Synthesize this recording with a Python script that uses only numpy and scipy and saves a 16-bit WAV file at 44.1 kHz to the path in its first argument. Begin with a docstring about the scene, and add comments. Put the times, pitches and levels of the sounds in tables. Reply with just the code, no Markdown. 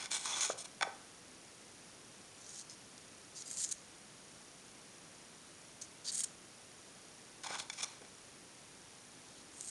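"""In a workshop, a thin steel blade scrapes flux paste round a plastic cup, knocks against it,
and wipes the paste into a short metal tube.
Each stroke is a run of tiny slips that ring the cup or the tube; air pockets squelch in the paste.
The room answers faintly. A close camera adds its hiss and a faint tick at every picture."""
import sys
import numpy as np
from scipy import signal
from scipy.fft import rfft, irfft, next_fast_len
from scipy.io import wavfile
from scipy.ndimage import map_coordinates

SR = 44100
rng = np.random.default_rng(int(sys.argv[2]) if len(sys.argv) > 2 else 0)


def dump(signal):
    """Clip the signal to [-1, 1] and save it as 16-bit WAV at the path in sys.argv[1]."""
    limited = np.clip(np.atleast_2d(signal).T, -1, 1)
    pcm = np.round(limited * 32767).astype(np.int16)
    wavfile.write(sys.argv[1], SR, pcm)


N = 427769

TOP_HZ = 12450  # band limit of the camera


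def amp(db):
    """Decibels to gain."""
    return 10 ** (np.asarray(db) / 20)


def unit(x):
    """x at rms 1."""
    return x / np.sqrt(np.mean(x ** 2) + 1e-20)


def along(points, hz):
    """(Hz, value) points read on a log frequency axis."""
    point_hz, value = np.transpose(points)
    return np.interp(np.log(hz + 1), np.log(point_hz), value)


def filtered(x, response):
    """x times a complex response of frequency."""
    size = next_fast_len(len(x) + 4096)
    spectrum = rfft(x, size) * response(np.fft.rfftfreq(size, 1 / SR))
    return irfft(spectrum, size)[:len(x)]


def add(track, start_s, sound):
    """Mix a sound into the track at start_s, cut at the track's ends."""
    first = round(start_s * SR)
    sound = sound[max(-first, 0):]
    place = track[max(first, 0):][:len(sound)]
    place += sound[:len(place)]


def wobble(knots_per_s):
    """A smooth random curve through normally distributed knots."""
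    knots = rng.standard_normal(4096)
    return map_coordinates(knots, [np.arange(N) * knots_per_s / SR], mode="wrap")


def background():
    """Steady hiss, and the camera's two-toned tick once per picture, its level slightly uneven."""
    # Room air and camera hiss. Each row: frequency in Hz, relative density in dB per Hz.
    hiss_points = [(12, -41), (20, -20), (43, -10.5), (75, -9), (103, -3), (182, -0.5), (307, -1.5),
                   (743, -6.5), (891, -7.5), (4130, -11), (5790, -10), (6950, -10.5), (7710, -11),
                   (10000, -10), (13000, -30), (22000, -120)]
    hiss_shape = lambda f: amp(along(hiss_points, f)) * (f < TOP_HZ)
    hiss = amp(-56.5) * unit(filtered(rng.standard_normal(N), hiss_shape))

    period_s, first_s, width_s = 1 / 29.99, 0.0153, 0.0011
    # seconds from the nearest tick
    offset = (np.arange(N) / SR - first_s + period_s / 2) % period_s - period_s / 2
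    tones = np.sin(2 * np.pi * 5780 * offset) + amp(-1.5) * np.sin(2 * np.pi * 6830 * offset)
    ticks = tones * np.exp(-(offset / width_s) ** 2) * amp(1.3 * wobble(30))
    return hiss + amp(-69.0) * unit(ticks)


def workshop(x):
    """The room's answer: a noise tail in which each frequency dies at its own speed."""
    # Decay of the room. Each row: frequency in Hz, t60 in seconds.
    decay_points = [(200, 0.35), (800, 0.5), (2000, 0.46), (5000, 0.43), (10000, 0.12)]
    # What the walls send back. Each row: frequency in Hz, level in dB.
    wall_points = [(200, -5.5), (800, -0.5), (2000, -7), (4000, -9), (9000, -9.5)]
    hz, t, z = signal.stft(rng.standard_normal(SR // 2), SR, nperseg=256)
    decay = amp(-60 * t / along(decay_points, hz)[:, None])
    tail = signal.istft(z * decay, SR, nperseg=256)[1]
    tail = filtered(tail / np.linalg.norm(tail), lambda f: amp(along(wall_points, f)))
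    gap = np.zeros(SR // 200)
    return signal.fftconvolve(x, np.concatenate([gap, tail]))[:N]


def body(modes, f):
    """Causal response of damped modes (Hz, width Hz, dB) of alternating sign."""
    total = 0
    for k, (centre, width, db) in enumerate(modes):
        mode = 1j * f * width / (centre * centre - f * f + 1j * f * width)
        total = total + (-1) ** k * amp(db) * mode
    return total


def soft(f, corner_hz):
    """Second-order low-pass: the push of a yielding contact."""
    return 1 / (1 + 1j * np.sqrt(2) * f / corner_hz - (f / corner_hz) ** 2)


def small(f, corner_hz):
    """A small thing radiates little bass."""
    return (1 - 1 / (1 + 1j * f / corner_hz)) ** 2


def contact(f, centre_hz, octaves, rest_db):
    """The place of contact drives one band best, the rest more weakly."""
    return amp(rest_db) + 1 / (1 + (np.log2((f + 1) / centre_hz) / octaves) ** 2)


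def favoured(f, note_hz, boost_db):
    """The free length of the blade lifts one resonance above the rest."""
    return 1 + (amp(boost_db) - 1) * body([(note_hz, 520, 0)], f)


def friction(slips_per_s, spread_db, fine_db):
    """Contact force: sudden slips of uneven size over fine rubbing."""
    sizes = amp(spread_db * np.clip(rng.standard_normal(N), -2, 2))
    slips = (rng.random(N) < slips_per_s / SR) * sizes
    return unit(slips * rng.choice([-1, 1], N)) + amp(fine_db) * rng.standard_normal(N)


def chatter(hops_per_s, depth, life_s):
    """The blade hops unevenly: each landing presses hard and eases off exponentially over life_s."""
    gaps = np.exp(0.4 * rng.standard_normal(8000)) / hops_per_s
    landings = np.concatenate([[0], np.cumsum(gaps)])
    weight = amp(3.7 * rng.standard_normal(len(landings)))
    t = np.arange(N) / SR
    last = np.searchsorted(landings, t, side="right") - 1
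    return 1 + depth * weight[last] * np.exp(-(t - landings[last]) / life_s)


def push(start, end, db, swell_db, trail_s, trail_db):
    """Phases as (start s, end s, start dB, end dB): the push, then any light trailing contact."""
    phases = [(start, end, db - swell_db / 2, db + swell_db / 2)]
    if trail_s > 0.01:
        phases.append((end, end + trail_s, db + trail_db, db + trail_db))
    return phases


def stroke(force, start, end, start_db, end_db, response, edge_s):
    """The force swells or fades and rings a body; longer strokes set in and let go more gently."""
    attack_share, release_share = 0.17, 0.21  # of the stroke's length
    length, lead = max(end - start, 0.004), 0.02  # s
    t = np.arange(int((length + 3 * lead) * SR)) / SR - lead
    ramps = edge_s + np.array([attack_share, release_share]) * length
    attack, release = np.clip(ramps, 0.001, lead)
    gate = np.clip(t / attack + 0.5, 0, 1) * np.clip((length - t) / release + 0.5, 0, 1)
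    press = amp(np.interp(t, [0, length], [start_db, end_db])) * np.sin(np.pi / 2 * gate)
    grip = np.take(force, round((start - lead) * SR) + np.arange(len(t)), mode="wrap")
    sound = unit(filtered(grip * press, response)) * np.sqrt(np.mean(press ** 2))
    return start - lead, sound


def blow(response, grit, grit_t60_s):
    """A contact of peak 1: one push and a short gritty slide, through a body."""
    t = np.arange(SR // 10) / SR
    force = grit * rng.standard_normal(len(t)) * amp(-60 * t / grit_t60_s)
    force[0] += 1
    sound = filtered(force, response)
    return sound / np.abs(sound).max()


def paste():
    """An air pocket rings roughly, falling in pitch as it widens and rising as it closes."""
    # Air pockets worked by the blade.
    # Each row: start in seconds, middle pitch in Hz, glide in octaves, level in dB.
    squelches = [(.4981, 523, 1.3, -30.5), (.4997, 1250, .7, -32.5), (.812, 830, -0.48, -33.5),
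                 (.825, 1330, -0.68, -29), (.829, 810, -0.11, -30.5), (.847, 720, -0.027, -40),
                 (.869, 560, -1.43, -41), (7.44, 1180, -1.15, -42.5), (7.459, 840, 0.3, -44),
                 (7.504, 587, 1.95, -38), (7.539, 1540, -0.44, -38.5), (7.553, 962, 0.5, -41),
                 (8.011, 485, 1.6, -52)]
    # length of a pocket at this level; one halving_db louder is over in half the time
    pocket_s, pocket_db, halving_db = 0.00644, -33, 12.5
    out = np.zeros(N)
    t = np.arange(SR // 20) / SR
    for start, hz, glide, db in squelches:
        length = pocket_s * 2 ** ((pocket_db - db) / halving_db)
        progress = np.clip(t / length, 0, 1)
        pitch = hz * 2 ** (glide * (progress - 0.5))
        tone = np.sin(2 * np.pi * np.cumsum(pitch) / SR)
        grain = unit(filtered(rng.standard_normal(len(t)), lambda f: soft(f, 266)))
        swell = np.abs(np.sin(np.pi * progress)) ** 0.5
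        add(out, start, amp(db) * swell * (1 + 0.45 * grain) * tone)
    return filtered(out, lambda f: small(f, 127))


def squeaks():
    """Now and then the slips lock onto a single sharp mode of the blade."""
    # Squeaks of the blade. Each row: start in seconds, end in seconds, level in dB, mode in Hz.
    squeak_rows = [(0.325, 0.362, -43, 3456), (2.69, 2.74, -60, 5220), (3.366, 3.379, -52, 4850),
                   (3.46, 3.52, -60, 4850), (6.074, 6.1, -44.5, 4620)]
    fade_db = 4  # from start to end of each squeak
    out = np.zeros(N)
    force = friction(slips_per_s=1500, spread_db=-3, fine_db=3)
    for start, end, db, hz in squeak_rows:
        mode = lambda f: body([(hz, 130, 0)], f) ** 2
        add(out, *stroke(force, start, end, db + fade_db / 2, db - fade_db / 2, mode, edge_s=0.002))
    return out


def tube():
    """Blade on metal: the edge stutters on the tube, the rasp's band following the blade's note."""
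    # Wipes on the tube. Each row: start in seconds, end in seconds, level in dB,
    # swell over the wipe in dB, trail in seconds, share of stutter 0-1, blade's favoured note in Hz.
    wipes = [(2.37, 2.619, -54.5, 14.5, 0, 0.75, 5800), (2.698, 2.745, -56.5, -9, 0, .3, 5000),
             (3.356, 3.424, -48, 3, 0, .4, 5700), (3.455, 3.559, -47.5, 5, 0, .7, 7600),
             (3.569, 3.649, -37.5, 4.5, .06, 0.55, 7400), (3.713, 3.727, -34.5, 1, 0, 0, 7600),
             (5.813, 5.825, -43, -1, .027, .1, 6300), (6.047, 6.106, -42, 6, 0, 0, 4700),
             (6.121, 6.215, -38.5, 3, .016, .9, 8400), (6.235, 6.247, -32.5, -3, 0, .05, 8800),
             (9.206, 9.408, -64.5, 8, 0, .6, 3570), (9.537, 9.7, -50.5, 11, 0, .5, 8300)]
    # The blade's edge catches. Each row: time in seconds, peak in dB, centre in Hz.
    catches = [(2.4924, -36, 6600), (2.697, -37, 5570), (2.979, -36.5, 4940), (3.512, -27, 7500),
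               (3.638, -24, 5800), (3.69, -28, 7800), (6.085, -27, 5300), (6.152, -25, 8300),
               (6.205, -22, 8000), (6.2396, -26, 7200), (9.6087, -26.5, 7200)]
    # Tube and blade together. Each row: mode in Hz, width in Hz, level in dB.
    tube_modes = [(1420, 430, -9.5), (1890, 830, -7.5), (3240, 290, -3.5), (3870, 590, -4),
                  (4630, 510, -2.5), (5290, 190, -2), (6040, 370, -1), (6670, 270, 3), (7310, 370, 1),
                  (8120, 260, 3), (8660, 540, -2), (9330, 320, -1.5), (10120, 1160, -7)]
    # rasp_follows: octaves the rasp moves per octave of the favoured note
    rasp_hz, rasp_follows, boost_db, trail_db = 6700, 0.75, 4.5, -11
    out = np.zeros(N)
    rub = friction(slips_per_s=1600, spread_db=4.5, fine_db=0.5)
    landings = chatter(hops_per_s=170, depth=2.5, life_s=0.0013)
    for start, end, db, swell_db, trail_s, stutter, note_hz in wipes:
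        force = rub * (1 + stutter * (landings - 1))
        centre_hz = rasp_hz * (note_hz / rasp_hz) ** rasp_follows
        band = lambda f: contact(f, centre_hz, 0.61, rest_db=-12.0)
        rasp = lambda f: body(tube_modes, f) * band(f) * favoured(f, note_hz, boost_db)
        for phase in push(start, end, db, swell_db, trail_s, trail_db):
            add(out, *stroke(force, *phase, rasp, edge_s=0.00081))
    for start, db, centre_hz in catches:
        ring = lambda f: body(tube_modes, f) * contact(f, centre_hz, 0.32, rest_db=-11)
        add(out, start, amp(db) * blow(ring, grit=0.23, grit_t60_s=0.0089))
    return out


def cup():
    """The blade drags over the plastic: the wall gives a hollow rustle, the steel a bright rasp."""
    # Pushes through the cup. Each row: start in seconds, end in seconds, level in dB,
    # swell over the push in dB, trail in seconds, wall over blade rasp in dB,
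    # wall's note in Hz, blade's favoured note in Hz.
    pushes = [(0.0, 0.067, -46.5, -6, 0, -3, 1580, 4860), (.11, 0.175, -37, -1.5, 0.085, -10.5, 1600, 7860),
              (0.256, 0.399, -40, 2, 0, -5.5, 1250, 6100), (0.41, .465, -34, -4.5, 0.063, -11, 1400, 6600),
              (0.577, 0.624, -46, 1, 0, -27, 1000, 8550), (0.645, 0.66, -47, 1, 0, -9.5, 1000, 9100),
              (7.436, 7.449, -44.5, -5, 0.011, -4, 1410, 3950), (7.458, 7.473, -45, 4, 0, -1, 910, 5050),
              (7.48, 7.56, -45.5, 9, .02, 1.5, 1450, 5050), (7.584, 7.602, -41.5, 3, .032, -7, 1500, 4420),
              (7.727, 7.74, -48.5, 2, .045, -10, 2200, 5300), (7.777, 7.812, -46, 11, 0, -3.5, 2240, 5400),
              (7.823, 7.843, -37, 6.5, 0, -11, 1250, 5800), (7.85, 7.98, -59.5, -10, 0, -3, 1000, 4200)]
    # Knocks on the cup. Each row: time in seconds, peak in dB, hardness of the contact in Hz.
    knocks = [(.058, -28.5, 7000), (.1155, -25, 9000), (.1665, -30, 8000), (.4083, -19.5, 14000),
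              (.8104, -24, 2700), (.8231, -22.5, 2900), (.8282, -18.5, 3440), (.8297, -18, 2470),
              (7.468, -30, 8000), (7.574, -37, 5000), (7.6992, -25, 6000), (7.7015, -32.5, 5930),
              (7.833, -27, 10000), (8.018, -46, 1500), (8.049, -42, 4500)]
    # Cup and blade under a stroke. Each row: mode in Hz, width in Hz, level in dB.
    drag_modes = [(298, 320, -10.5), (612, 78, -4), (830, 196, -3), (1186, 195, -3.5), (1500, 107, -3),
                  (2036, 230, -4), (2330, 230, 1), (2980, 810, -4.5), (3420, 220, 5.5), (4150, 380, 0.5),
                  (5170, 290, 2), (5490, 370, 3), (6220, 600, 2.5), (6990, 440, 3.5), (8100, 340, 1),
                  (8870, 380, 1.5), (10060, 1230, -7.5)]
    # The cup struck from inside. Each row: mode in Hz, width in Hz, level in dB.
    knock_modes = [(823, 140, -4), (1104, 66, -4), (1504, 105, 1), (1890, 390, -7.5), (2298, 117, 2.5),
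                   (3120, 120, -9), (3490, 75, 3.5), (4300, 130, -2), (4930, 350, -6), (5550, 75, 6),
                   (6300, 100, 1), (6950, 160, 5), (8900, 470, 1)]
    split_hz, wall_octaves, boost_db, trail_db = 2700, 0.35, 7, -9
    out = np.zeros(N)
    force = friction(slips_per_s=1100, spread_db=1.5, fine_db=0)
    force = force * chatter(hops_per_s=230, depth=0.79, life_s=0.0032)
    force = force * amp(0.96 * wobble(45.05))  # the blade's grip wavers
    low = lambda f: soft(f, split_hz) ** 2
    high = lambda f: (soft(f, split_hz) * (f / split_hz) ** 2) ** 2
    for start, end, db, swell_db, trail_s, wall_db, wall_hz, note_hz in pushes:
        band = lambda f: contact(f, wall_hz, wall_octaves, rest_db=-1.0)
        wall = lambda f: body(drag_modes, f) * low(f) * small(f, 170) * band(f)
        rasp = lambda f: body(drag_modes, f) * high(f) * favoured(f, note_hz, boost_db)
        mix = np.array([amp(wall_db), 1]) / np.hypot(amp(wall_db), 1)
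        for phase in push(start, end, db, swell_db, trail_s, trail_db):
            for share, part in zip(mix, (wall, rasp)):
                first_s, sound = stroke(force, *phase, part, edge_s=0.0043)
                add(out, first_s, share * sound)
    for start, db, hard_hz in knocks:
        ring = lambda f: body(knock_modes, f) * soft(f, hard_hz) * small(f, 390)
        add(out, start, amp(db) * blow(ring, grit=0.028, grit_t60_s=0.024))
    return out


def scene():
    """Cup, paste, tube and blade close to the microphone, in the room."""
    work = cup() + paste() + tube() + squeaks()
    return (work + amp(-8.0) * workshop(work) + background())[None]


def record(dry):
    """The camera dips one narrow treble band, rolls off and keeps nothing above its band limit."""
    # Treble roll-off. Each row: frequency in Hz, level in dB.
    roll_off = [(9500, -0.5), (10300, -0.5), (11000, -3), (11800, -6), (12400, -20)]
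    notch = lambda f: 1 - 0.74 / (1 + ((f - 7680) / 150) ** 2)
    return filtered(dry[0], lambda f: notch(f) * amp(along(roll_off, f)) * (f < TOP_HZ))[None]


dry = scene()
out = record(dry)
dump(out)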